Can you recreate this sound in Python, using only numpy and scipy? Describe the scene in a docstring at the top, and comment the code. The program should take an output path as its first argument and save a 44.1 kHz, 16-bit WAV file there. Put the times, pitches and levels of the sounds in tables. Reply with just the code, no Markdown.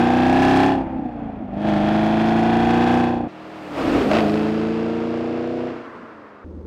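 """Beside the tailpipes of a V8 sports car, an overloaded microphone hears it pull hard, lift off and
pull again. Then, from the verge of a wooded road, it rushes past, cracks on the upshift, pulls away and
lifts off; at last it burbles at idle, heard from close behind. Eight uneven firings repeat every engine
cycle: the pipes boom and bark, gas rasps in the pulses, tyres and wind roar."""
import sys
import numpy as np
from scipy import signal
from scipy.fft import rfft, irfft, next_fast_len
from scipy.io import wavfile
from scipy.ndimage import uniform_filter1d

SR = 44100
rng = np.random.default_rng(int(sys.argv[2]) if len(sys.argv) > 2 else 0)


def inscribe(sig):
    """Save sig as 16-bit PCM at rate SR to the path in sys.argv[1].

    A 1-D sig is mono; a 2-D sig holds one channel per row.
    Samples are clipped to [-1, 1] before scaling.
    """
    pcm = np.round(np.clip(np.atleast_2d(sig).T, -1, 1) * 32767)
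    wavfile.write(sys.argv[1], SR, pcm.astype(np.int16))


N = 293706
T = np.arange(N) / SR
VERGE_S, IDLE_S = 3.278, 6.445  # the second and third microphone positions begin


def undb(db):
    """Decibels to gain."""
    return 10 ** (np.asarray(db) / 20)


def unit(x):
    """Scale to rms 1."""
    return x / np.sqrt(np.mean(x ** 2))


def curves(rows):
    """Each column after the first (time) as a control, sample by sample."""
    times_s, *columns = np.transpose(rows)
    return [np.interp(T, times_s, column) for column in columns]


def colour(x, points):
    """Filter by a spectrum of (freq_hz, level_db) points; rms 1."""
    size = next_fast_len(N + 8192)
    hz, db = np.transpose(points)
    bins_hz = np.maximum(np.fft.rfftfreq(size, 1 / SR), 1)
    skirt = np.minimum(bins_hz / hz[0], 1) ** 2 * np.minimum(hz[-1] / bins_hz, 1) ** 2
    gain = undb(np.interp(np.log(bins_hz), np.log(hz), db))
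    return unit(irfft(rfft(x, size) * skirt * gain, size)[:N])


def noise(points):
    """Coloured noise of rms 1."""
    return colour(rng.standard_normal(N), points)


def walk(rate_hz):
    """Glides between random values, rate_hz of them a second; rms 1."""
    hold = int(SR / rate_hz)
    steps = np.repeat(rng.standard_normal(N // hold + 1), hold)
    return unit(uniform_filter1d(steps, hold)[:N])


def after(centre_s, fade_s):
    """Rises from 0 to 1 around centre_s."""
    return np.clip((T - centre_s) / fade_s + .5, 0, 1)


def swell(peak_s, width_s):
    """A bell curve that reaches 1 at peak_s."""
    return np.exp(-((T - peak_s) / width_s) ** 2)


def repeat(cycle, turns):
    """Play one engine cycle over and over; turns counts the cycles gone by."""
    return np.interp((turns % 1) * len(cycle), np.arange(len(cycle) + 1), np.r_[cycle, cycle[0]])


# The cylinders in firing order: late_firing_intervals, boom_db, bark_db, coast_db
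CYLINDER_PULSES = [(-0.00029, 1, 5, 4), (0.265, 1, -2, 2.5), (0.054, 1, -3, -7.5), (0.108, 0, -4, -10.5),
                   (0.276, -1, 2, -16.5), (-0.036, 0.5, -9, -14), (.18, -1, -1, -12),
                   (0.045, -1.5, -11.5, 3.5)]


def firings(cylinders=8):
    """Each exhaust pulse's place in the cycle (the far bank's arrive late) and its three strengths."""
    late, *strengths_db = np.transpose(CYLINDER_PULSES)
    return (np.arange(cylinders) + late) / cylinders, *undb(strengths_db)


def pipe_note(turns, db, boom_orders, contrast=1.5, lope=0, size=1024):
    """Firings ring the pipes: boom (low multiples of the cycle rate) and bark (the rest), each rms 1."""
    place, boom, bark, coast = firings()
    orders = np.arange(len(db)) + 1
    pulses = np.exp(-2j * np.pi * np.outer(orders, place))
    boom_pattern = pulses @ ((1 - lope) * boom + lope * coast)
    bark_pattern = pulses @ bark ** contrast  # one cylinder barks hardest: a throb once a cycle
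    parts = []
    for pattern, band in (boom_pattern, orders <= boom_orders), (bark_pattern, orders > boom_orders):
        # an open pipe radiates the change of the flow: a quarter turn of phase
        spectrum = 1j * undb(db) * band * pattern / np.abs(pattern)
        cycle = unit(irfft(np.r_[0, spectrum], size))
        parts.append(repeat(cycle, turns))
    return np.array(parts)


# Pulls on the throttle while riding along: down_s, fade_start_s, fade_length_s
# The first dies away as the driver lifts; the second fades out before the scene changes.
THROTTLE_PULLS = [(-.5, 0.598, .26), (1.493, 2.946, .35)]


def engine_load(press_s=0.19, fade_curve=1.7):
    """Strength of the pull, 0 to 1 (flat out): it builds evenly, then fades, slowly at first."""
    load = np.zeros(N)
    for down_s, fade_start_s, fade_length_s in THROTTLE_PULLS:
        pressed = np.clip((T - down_s) / press_s, 0, 1)
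        faded = np.clip((T - fade_start_s) / fade_length_s, 0, 1) ** fade_curve
        load += pressed * (1 - faded)
    return load


def effort(cycle_hz, load, full_db, coast_db, octave_db, cruise_hz=30.1):
    """Exhaust level in dB: it rises with load and with each octave of revs."""
    return load * full_db + (1 - load) * coast_db + octave_db * np.log2(cycle_hz / cruise_hz)


# The note at the pipes, a row per multiple of the cycle rate from 1 up:
# low_revs_db, middle_revs_db, high_revs_db, coast_db
CLOSE_HARMONICS = [(-33, -50, -27, -16), (-21, -20, -22, -4.5), (-27, -15.5, -11.5, -19),
                   (-14.5, -11.5, -13.5, -3.5), (-14.5, -22, -12.5, -5), (-9, -9.5, -11, -8.5),
                   (-31, -38, -15, -2), (1.5, -0.5, 0.5, 6), (-15, -16, -5.5, -10), (-12, -8.5, -9.5, 5.5),
                   (-20, -5.5, -6, -9.5), (-2, -6, -12.5, -21.5), (-10.5, -32, -36, -22.5),
                   (-15, -21.5, -35, -26.5), (-21.5, -40, -35, -12.5), (-22.5, -9.5, -12.5, -4.5),
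                   (-23, -15.5, -42, -25.5), (-16, -21.5, -20, -8.5), (-32, -17, -12, -22),
                   (-14.5, -20, -6, -9), (-40, -26, -35, -24), (-31, -15.5, -5, -7.5),
                   (-14, -19, -7.5, -23), (-6.5, -9.5, -5.5, -1.5), (-21, -9, -4.5, -9),
                   (-9, -3.5, -16.5, -14.5), (-8.5, -22, -16, -3), (-25, -20, -32, -25),
                   (-19, -11.5, -23.5, -22.5), (-13, -24.5, -15.5, -17), (-10, -23.5, -25.5, -26),
                   (-33, -30, -41, -25), (-24, -16, -33, -35.5), (-16, -15, -38, -29),
                   (-23.5, -19, -24.5, -27), (-18.5, -22, -23, -39)]
# The throb at low, middle and high revs: cycle_hz, bark_contrast, lope_share
REV_RANGES = [(26.67, 0.64, .7), (29.7, 1.43, 0.45), (32.6, 2.5, 0.045)]


def close_exhaust(turns, cycle_hz, load, throttle):
    """Boom and bark right at the pipes: the note changes with revs and throttle."""
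    *loaded_db, coast_db = np.transpose(CLOSE_HARMONICS)
    revs_hz, contrasts, lopes = np.transpose(REV_RANGES)
    shares = [np.interp(cycle_hz, revs_hz, row) for row in np.eye(len(loaded_db))]
    pull = sum(share * pipe_note(turns, db, boom_orders=15, contrast=contrast, lope=lope)
               for share, db, contrast, lope in zip(shares, loaded_db, contrasts, lopes))
    # off the throttle the charges burn unevenly
    overrun = pipe_note(turns, coast_db, boom_orders=15, lope=1.0) * undb(1.8 * walk(35.14))
    boom, bark = np.sqrt(throttle) * pull + np.sqrt(1 - throttle) * overrun
    boom_db = effort(cycle_hz, load, full_db=-16.0, coast_db=-31.5, octave_db=11)
    bark_db = effort(cycle_hz, load, full_db=-19.5, coast_db=-39.5, octave_db=17)
    return boom * undb(boom_db + 0.59 * walk(90)) + bark * undb(bark_db + walk(120))


def puffs(turns, decay_cycles, contrast, size=1024):
    """Gas flow: a surge at each firing that dies within a share of the cycle."""
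    place, _, bark, _ = firings()
    age = (np.arange(size)[:, None] / size - place) % 1
    return unit(repeat(np.exp(-age / decay_cycles) @ bark ** contrast, turns))


# Churning gas, close up: freq_hz, level_db
CHURN_SPECTRUM = [(50, -14), (120, -2.5), (270, -7), (450, -4.5), (600, -1), (780, 9.5), (1000, -20),
                  (1500, -28)]


def churn(turns, cycle_hz, load):
    """Low noise pulsing with the gas flow; it stands out as the bark fades off the throttle."""
    flow = rng.standard_normal(N) * puffs(turns, decay_cycles=.1, contrast=.9)
    level_db = effort(cycle_hz, load, full_db=-31.5, coast_db=-41.0, octave_db=16.5)
    return colour(flow, CHURN_SPECTRUM) * undb(level_db)


def rasp(turns, fresh, decay_cycles, contrast, size=1400):
    """Gas tearing out in puffs: part repeats every cycle, part is fresh turbulence."""
    locked = repeat(signal.resample(rng.standard_normal(size), 2 * size), turns)
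    return (locked + fresh * rng.standard_normal(N)) * puffs(turns, decay_cycles, contrast)


# Rasping and spitting gas at the pipe mouths: freq_hz, level_db
RASP_SPECTRUM = [(850, -10.5), (1020, -1.5), (1350, -5.5), (1690, 0.5), (2150, -10.5), (2560, -5.5),
                 (3050, -12), (3330, -7), (3850, -19), (4350, -19.5), (6000, -31), (9000, -39.5),
                 (15500, -50)]
SPIT_SPECTRUM = [(2800, -26), (5000, 8), (7000, -5), (11000, -16.5), (15500, -22)]


def gas_jets(turns, cycle_hz, load, howl_hz=32.27):
    """Gas rasps from the pipes, tearing harder under load as the cycle rate passes howl_hz."""
    howl = load * np.clip((cycle_hz - howl_hz) / 0.72 + .5, 0, 1)
    rasp_db = effort(cycle_hz, load, full_db=-28.5, coast_db=-55.0, octave_db=15.5) + 3.05 * howl
    tearing = rasp(turns, fresh=.5, decay_cycles=.18, contrast=.12)
    gas = colour(tearing * undb(1.56 * walk(200)), RASP_SPECTRUM) * undb(rasp_db)
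    # the hardest firings spit, more so the faster the gas flows
    jets = rng.standard_normal(N) * puffs(turns, decay_cycles=.014, contrast=1.2)
    spit = colour(jets, SPIT_SPECTRUM) * undb(1.825 * rasp_db - 1 + 2.9 * walk(60))
    return gas + spit


# Wind and road at the microphone on the car: freq_hz, level_db
WIND_SPECTRUM = [(20, -13.5), (32, -7), (60, 1), (120, -8.5), (250, 1), (420, -13), (750, -4.5),
                 (1100, -16), (2500, -27), (5000, -64), (9000, -72.5)]


def wind():
    """Wind and road noise on the moving car, fluttering about a steady level."""
    return noise(WIND_SPECTRUM) * undb(-37.0 + 2.6 * walk(8.56))


def pops(rows, spectrum, decay_s, tail, tail_s=0.0061):
    """Unburnt fuel goes off in the pipes: a blow with a noisy tail, coloured by the pipes."""
    bursts = np.zeros(N)
    age = np.arange(SR // 20) / SR
    envelope = np.exp(-age / decay_s) + tail * np.exp(-age / tail_s)
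    for start_s, level_db in rows:
        start = int(start_s * SR)
        bursts[start:start + len(age)] += undb(level_db) * rng.standard_normal(len(age)) * envelope
    return colour(bursts, spectrum) * np.std(bursts)


# Burbles, first at the pipes, later far down the road: start_s, relative_db
BURBLE_POPS = [(.952, -1), (.986, 5), (1.02, -0.5), (1.054, 1.5), (1.405, 0.5), (1.425, -3), (1.486, -6.5),
               (5.965, -18.5), (5.998, -13), (6.032, -16)]
# The hollow tone of a burble: freq_hz, level_db
BURBLE_SPECTRUM = [(60, -13.5), (130, -14.5), (260, 11.5), (350, -4.5), (450, -28.5), (760, -9),
                   (1100, -40.5)]


def burbles():
    """Soft pops of fuel in the pipes off the throttle."""
    return pops(BURBLE_POPS, BURBLE_SPECTRUM, decay_s=0.01, tail=0.16) * undb(-22)


def overload(x, ceiling, knee):
    """A microphone stage that flattens the peaks."""
    return x / (1 + np.abs(x / ceiling) ** knee) ** (1 / knee)


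# Engine speed while riding along: time_s, cycle_hz
ONBOARD_REVS = [(0, 29.6), (.1, 30.54), (.36, 32.25), (.58, 33.18), (.71, 34.08), (.79, 33), (.9, 33),
                (1.1, 30.25), (1.51, 24.38), (1.66, 26.56), (1.78, 25.49), (1.9, 26.43), (2.5, 28.53),
                (2.95, 30.39), (3.06, 30.06), (3.28, 30.07)]


def beside_tailpipes():
    """Microphone on the car, so near the pipes that they overload it."""
    cycle_hz, = curves(ONBOARD_REVS)
    load = engine_load()
    throttle = np.clip(1.7 * load, 0, 1)
    wander = (0.000897 + 0.00609 * (1 - throttle)) * walk(60)
    turns = np.cumsum(cycle_hz * (1 + wander)) / SR + .85
    note = close_exhaust(turns, cycle_hz, load, throttle)
    gas = churn(turns, cycle_hz, load) + gas_jets(turns, cycle_hz, load)
    return overload(note + gas + wind() + burbles(), ceiling=.298, knee=12)


SPEED_M_S, VERGE_M = 22.8, 4.39  # the car's speed, and its closest distance to the microphone
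NOSE_S, TAIL_S, ROAR_PEAK_S = 3.75, 3.947, 4.01  # the nose arrives, the tail is closest, the roar peaks
CUT_S, CUT_WIDTH_S, BITE_S, BITE_WIDTH_S = 4.075, 0.033, 4.155, 0.058  # upshift: drive cut, then bite
LIFT_S, LIFT_FADE_S = 5.753, .18  # far down the road the driver lifts off


def position():
    """Distance as a multiple of the closest, and how far the car faces us (1 nose on, 0 tail on)."""
    along_m = SPEED_M_S * (T - TAIL_S)
    distance_m = np.hypot(along_m, VERGE_M)
    return distance_m / VERGE_M, (1 - along_m / distance_m) / 2


def passing(near_db, doubling_db, ahead_db, alongside_db, shift_db, lift_db, coast_db_per_s):
    """Level in dB at the verge, shaped by distance, heading, the upshift and the lift."""
    distance, ahead = position()
    alongside = after(NOSE_S, .08) * ahead
    heading_db = ahead_db * ahead + alongside_db * alongside
    shift = swell(BITE_S, BITE_WIDTH_S) - 0.57 * swell(CUT_S, CUT_WIDTH_S)
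    coast_db = lift_db * after(LIFT_S, LIFT_FADE_S) + coast_db_per_s * np.maximum(T - LIFT_S, 0)
    return near_db + doubling_db * np.log2(distance) + heading_db + shift_db * shift + coast_db


# The note from the verge, a row per multiple of the cycle rate from 1 up:
# approaching_db, leaving_low_revs_db, leaving_higher_revs_db
VERGE_HARMONICS = [(-40, -51, -46), (-25, -29.5, -32.5), (-16.5, -18, -15), (-10, -16.5, -13),
                   (-6.5, -22, -12), (-15, -8.5, -15.5), (-25, -19, -22), (0.5, 1, 1.5), (-11, -15, -8),
                   (-18, -19, -7.5), (-21, -6, 2), (-22, -2.5, -3.5), (-28, -12.5, -25), (-8, -16, -9.5),
                   (-20, -20, -5.5), (-5, -0.5, -0.5), (-9, -16, -20), (-1, -17.5, -24), (-17, -37, -11),
                   (-10, -21, -6.5), (-12, -21, -8), (-5, -17.5, -12.5), (-29, -16, -9.5), (-20, -23, -14),
                   (-31, -19.5, -26), (-19, -19, -21)]
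# Turbulent roar in the boom and in the bark: freq_hz, level_db
BOOM_SPECTRUM = [(40, -28.5), (80, -10), (150, -11), (290, 5), (400, -7), (520, -10.5), (900, -42.5)]
BARK_SPECTRUM = [(280, -28), (440, 1), (700, -3.5), (900, -15), (1300, -28.5)]


def passing_exhaust(turns):
    """One note while approaching, another once past, which brightens as the revs climb."""
    past, climbed = after(4.05, 0.22), after(5.01, 0.61)
    shares = [1 - past, past * (1 - climbed), past * climbed]
    boom, bark = sum(share * pipe_note(turns, db, boom_orders=14, contrast=3.1)
                     for share, db in zip(shares, np.transpose(VERGE_HARMONICS)))
    # the note turns to roar as the tail goes by, and partly so close up, ahead and off the throttle
    distance, ahead = position()
    rough = 0.15 + 0.66 * swell(ROAR_PEAK_S, .11) + .18 / distance + .15 * ahead
    boom_rough = np.clip(rough + .33 * after(LIFT_S, LIFT_FADE_S), 0, .98)
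    bark_rough = np.clip(1.6 * boom_rough + .3 / distance, 0, .97)
    boom = np.sqrt(1 - boom_rough ** 2) * boom + boom_rough * noise(BOOM_SPECTRUM)
    bark = np.sqrt(1 - bark_rough ** 2) * bark + bark_rough * noise(BARK_SPECTRUM)
    boom_db = passing(near_db=-15.0, doubling_db=-3.5, ahead_db=-20, alongside_db=1.5,
                      shift_db=1.0, lift_db=-12.5, coast_db_per_s=-14)
    bark_db = passing(near_db=-22, doubling_db=-2.3, ahead_db=-19.5, alongside_db=12.5,
                      shift_db=2.5, lift_db=-13, coast_db_per_s=-6.5)
    return boom * undb(boom_db) + bark * undb(bark_db)


# Tyre roar, hiss and finest hiss from the verge: freq_hz, level_db
TYRE_SPECTRUM = [(300, 0.5), (700, 2), (950, 2.5), (1300, 1), (1900, -5), (2700, -8), (3600, -24.5),
                 (5000, -28.5), (9000, -60)]
HISS_SPECTRUM = [(2000, -12), (3300, 5), (4800, 0), (6000, -7), (7500, -10.5), (10000, -22.5), (15500, -40)]
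FINE_HISS_SPECTRUM = [(4000, -12), (8000, -0.5), (10500, -6.5), (12500, -7), (15500, -10)]


def tyre_rush(turns):
    """Tyres roar and hiss on the road; gas rasp joins in while the pipes point back under load."""
    roar_db = passing(near_db=-28.0, doubling_db=-4, ahead_db=-10.5, alongside_db=10,
                      shift_db=6, lift_db=1.0, coast_db_per_s=-10)
    hiss_db = passing(near_db=-42.0, doubling_db=-5.0, ahead_db=-11.5, alongside_db=8.5,
                      shift_db=5, lift_db=-5.5, coast_db_per_s=-16)
    facing = after(4.1, 0.034) * (1 - after(LIFT_S, .12))
    rush = rng.standard_normal(N) * (1 - 0.29 * facing)
    rush += 0.64 * facing * rasp(turns, fresh=0.3, decay_cycles=0.12, contrast=0.7)
    roar = colour(rush, TYRE_SPECTRUM) * undb(roar_db + 1.22 + walk(30))
    hiss = colour(rush, HISS_SPECTRUM) * undb(hiss_db)
    # far down the road mostly the middle of the tyre noise is left
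    far = noise([(600, -17), (1050, 1.5), (1300, -0.5), (1900, -9.0), (3500, -33.5)]) * undb(roar_db)
    gone = after(5.8, 0.12)
    # the finest hiss carries only a few metres
    nearby = (0.55 + 0.46 * after(NOSE_S, 0.053)) / (1 + np.abs((T - 4.02) / 0.38) ** 3)
    fine_hiss = noise(FINE_HISS_SPECTRUM) * undb(-55.5) * nearby
    return (1 - 0.57 * gone) * roar + gone * far + hiss + fine_hiss


def rumble():
    """The car rumbles by and its wake buffets the microphone."""
    level_db = passing(near_db=-40, doubling_db=-7, ahead_db=-14, alongside_db=16,
                       shift_db=7, lift_db=-3, coast_db_per_s=-1.5)
    wake = undb(-36) * swell(peak_s=3.95, width_s=.09)
    return noise([(20, -13), (45, -7), (70, -2.5), (125, -6), (200, -24)]) * (undb(level_db) + wake)


def swinging_roar(from_hz=288, to_hz=694, turn_s=4.07, turn_width_s=0.0696):
    """A band of roar rises as the pipes swing towards the verge, and dips while the drive is cut."""
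    centre_hz = from_hz + (to_hz - from_hz) * (1 + np.tanh((T - turn_s) / turn_width_s)) / 2
    phase = 2 * np.pi * np.cumsum(centre_hz) / SR
    gain = swell(ROAR_PEAK_S, .25) * after(NOSE_S, 0.22) * undb(-20 - 7 * swell(CUT_S, CUT_WIDTH_S))
    sidebands = [(8, 0), (35, -2), (80, -10), (180, -26)]  # offset_hz, level_db
    return (noise(sidebands) * np.cos(phase) + noise(sidebands) * np.sin(phase)) * gain


# Exhaust cracks just past the microphone: start_s, relative_db
UPSHIFT_POPS = [(4.114, -12), (4.133, -14.5), (4.142, -19), (4.152, -16), (4.16, -22), (4.169, -18.5),
                (4.177, -29), (4.186, -15), (4.196, -21.5), (4.205, -20), (4.297, -22.5), (4.341, -23),
                (4.374, -24)]
# The tone of a crack: freq_hz, level_db
CRACK_SPECTRUM = [(120, -21), (350, -3.5), (650, 7.5), (1100, -11), (2600, -8), (5000, -22), (8000, -43),
                  (15000, -53)]


def upshift_cracks():
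    """Fuel goes off sharply in the pipes on the upshift."""
    return pops(UPSHIFT_POPS, CRACK_SPECTRUM, decay_s=0.0018, tail=0.11) * undb(0.5)


# Engine speed as heard from the verge, through pass, upshift and lift: time_s, cycle_hz
VERGE_REVS = [(3.29, 39), (3.58, 39.54), (3.88, 33.43), (4.07, 25.05), (4.18, 28.05), (4.27, 25.8),
              (4.36, 26.95), (4.46, 27.06), (4.8, 28.28), (5.68, 31.05), (5.77, 30.32), (5.93, 30.2),
              (6.43, 24.9)]


def from_verge():
    """Microphone on the verge: a faint approach, a roar in passing, then the pipes face it and recede."""
    cycle_hz, = curves(VERGE_REVS)
    turns = np.cumsum(cycle_hz * (1 + 0.00119 * walk(50))) / SR + .15
    car = passing_exhaust(turns) + tyre_rush(turns) + rumble()
    return car + upshift_cracks() + swinging_roar() + burbles()


# Idle tones close behind the car: cycle_multiple, rms_db
IDLE_HARMONICS = [(6, -47), (8, -38), (19, -47.5)]
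# Puffs of gas at idle: freq_hz, level_db
IDLE_SPECTRUM = [(50, -14), (80, -8), (125, -14), (185, -9), (230, -2), (330, 3), (420, -4), (540, -8),
                 (640, -20), (800, -23), (950, -20), (1300, -27.5), (3000, -45), (8000, -53)]


def idle(cycle_hz=9.75):
    """Microphone close behind the car: a deep wavering firing tone and soft lumpy puffs."""
    turns = cycle_hz * (T - IDLE_S)
    tone = sum(undb(rms_db + 1.64 * walk(30)) * np.sqrt(2) * np.sin(2 * np.pi * order * turns)
               for order, rms_db in IDLE_HARMONICS)
    gas = rasp(turns, fresh=1.0, decay_cycles=0.19, contrast=0.44)
    return tone + colour(gas, IDLE_SPECTRUM) * undb(-39.0)


def scene():
    """Three microphone positions, one after the other, in mono."""
    verge, behind = after(VERGE_S, 0.011), after(IDLE_S, .006)
    return ((1 - verge) * beside_tailpipes() + (verge - behind) * from_verge() + behind * idle())[None]


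def record(dry):
    """The recorder cuts the highest treble."""
    top_hz = 15750
    return signal.sosfilt(signal.ellip(10, .1, 80, top_hz, fs=SR, output="sos"), dry)


dry = scene()
out = record(dry)
inscribe(out)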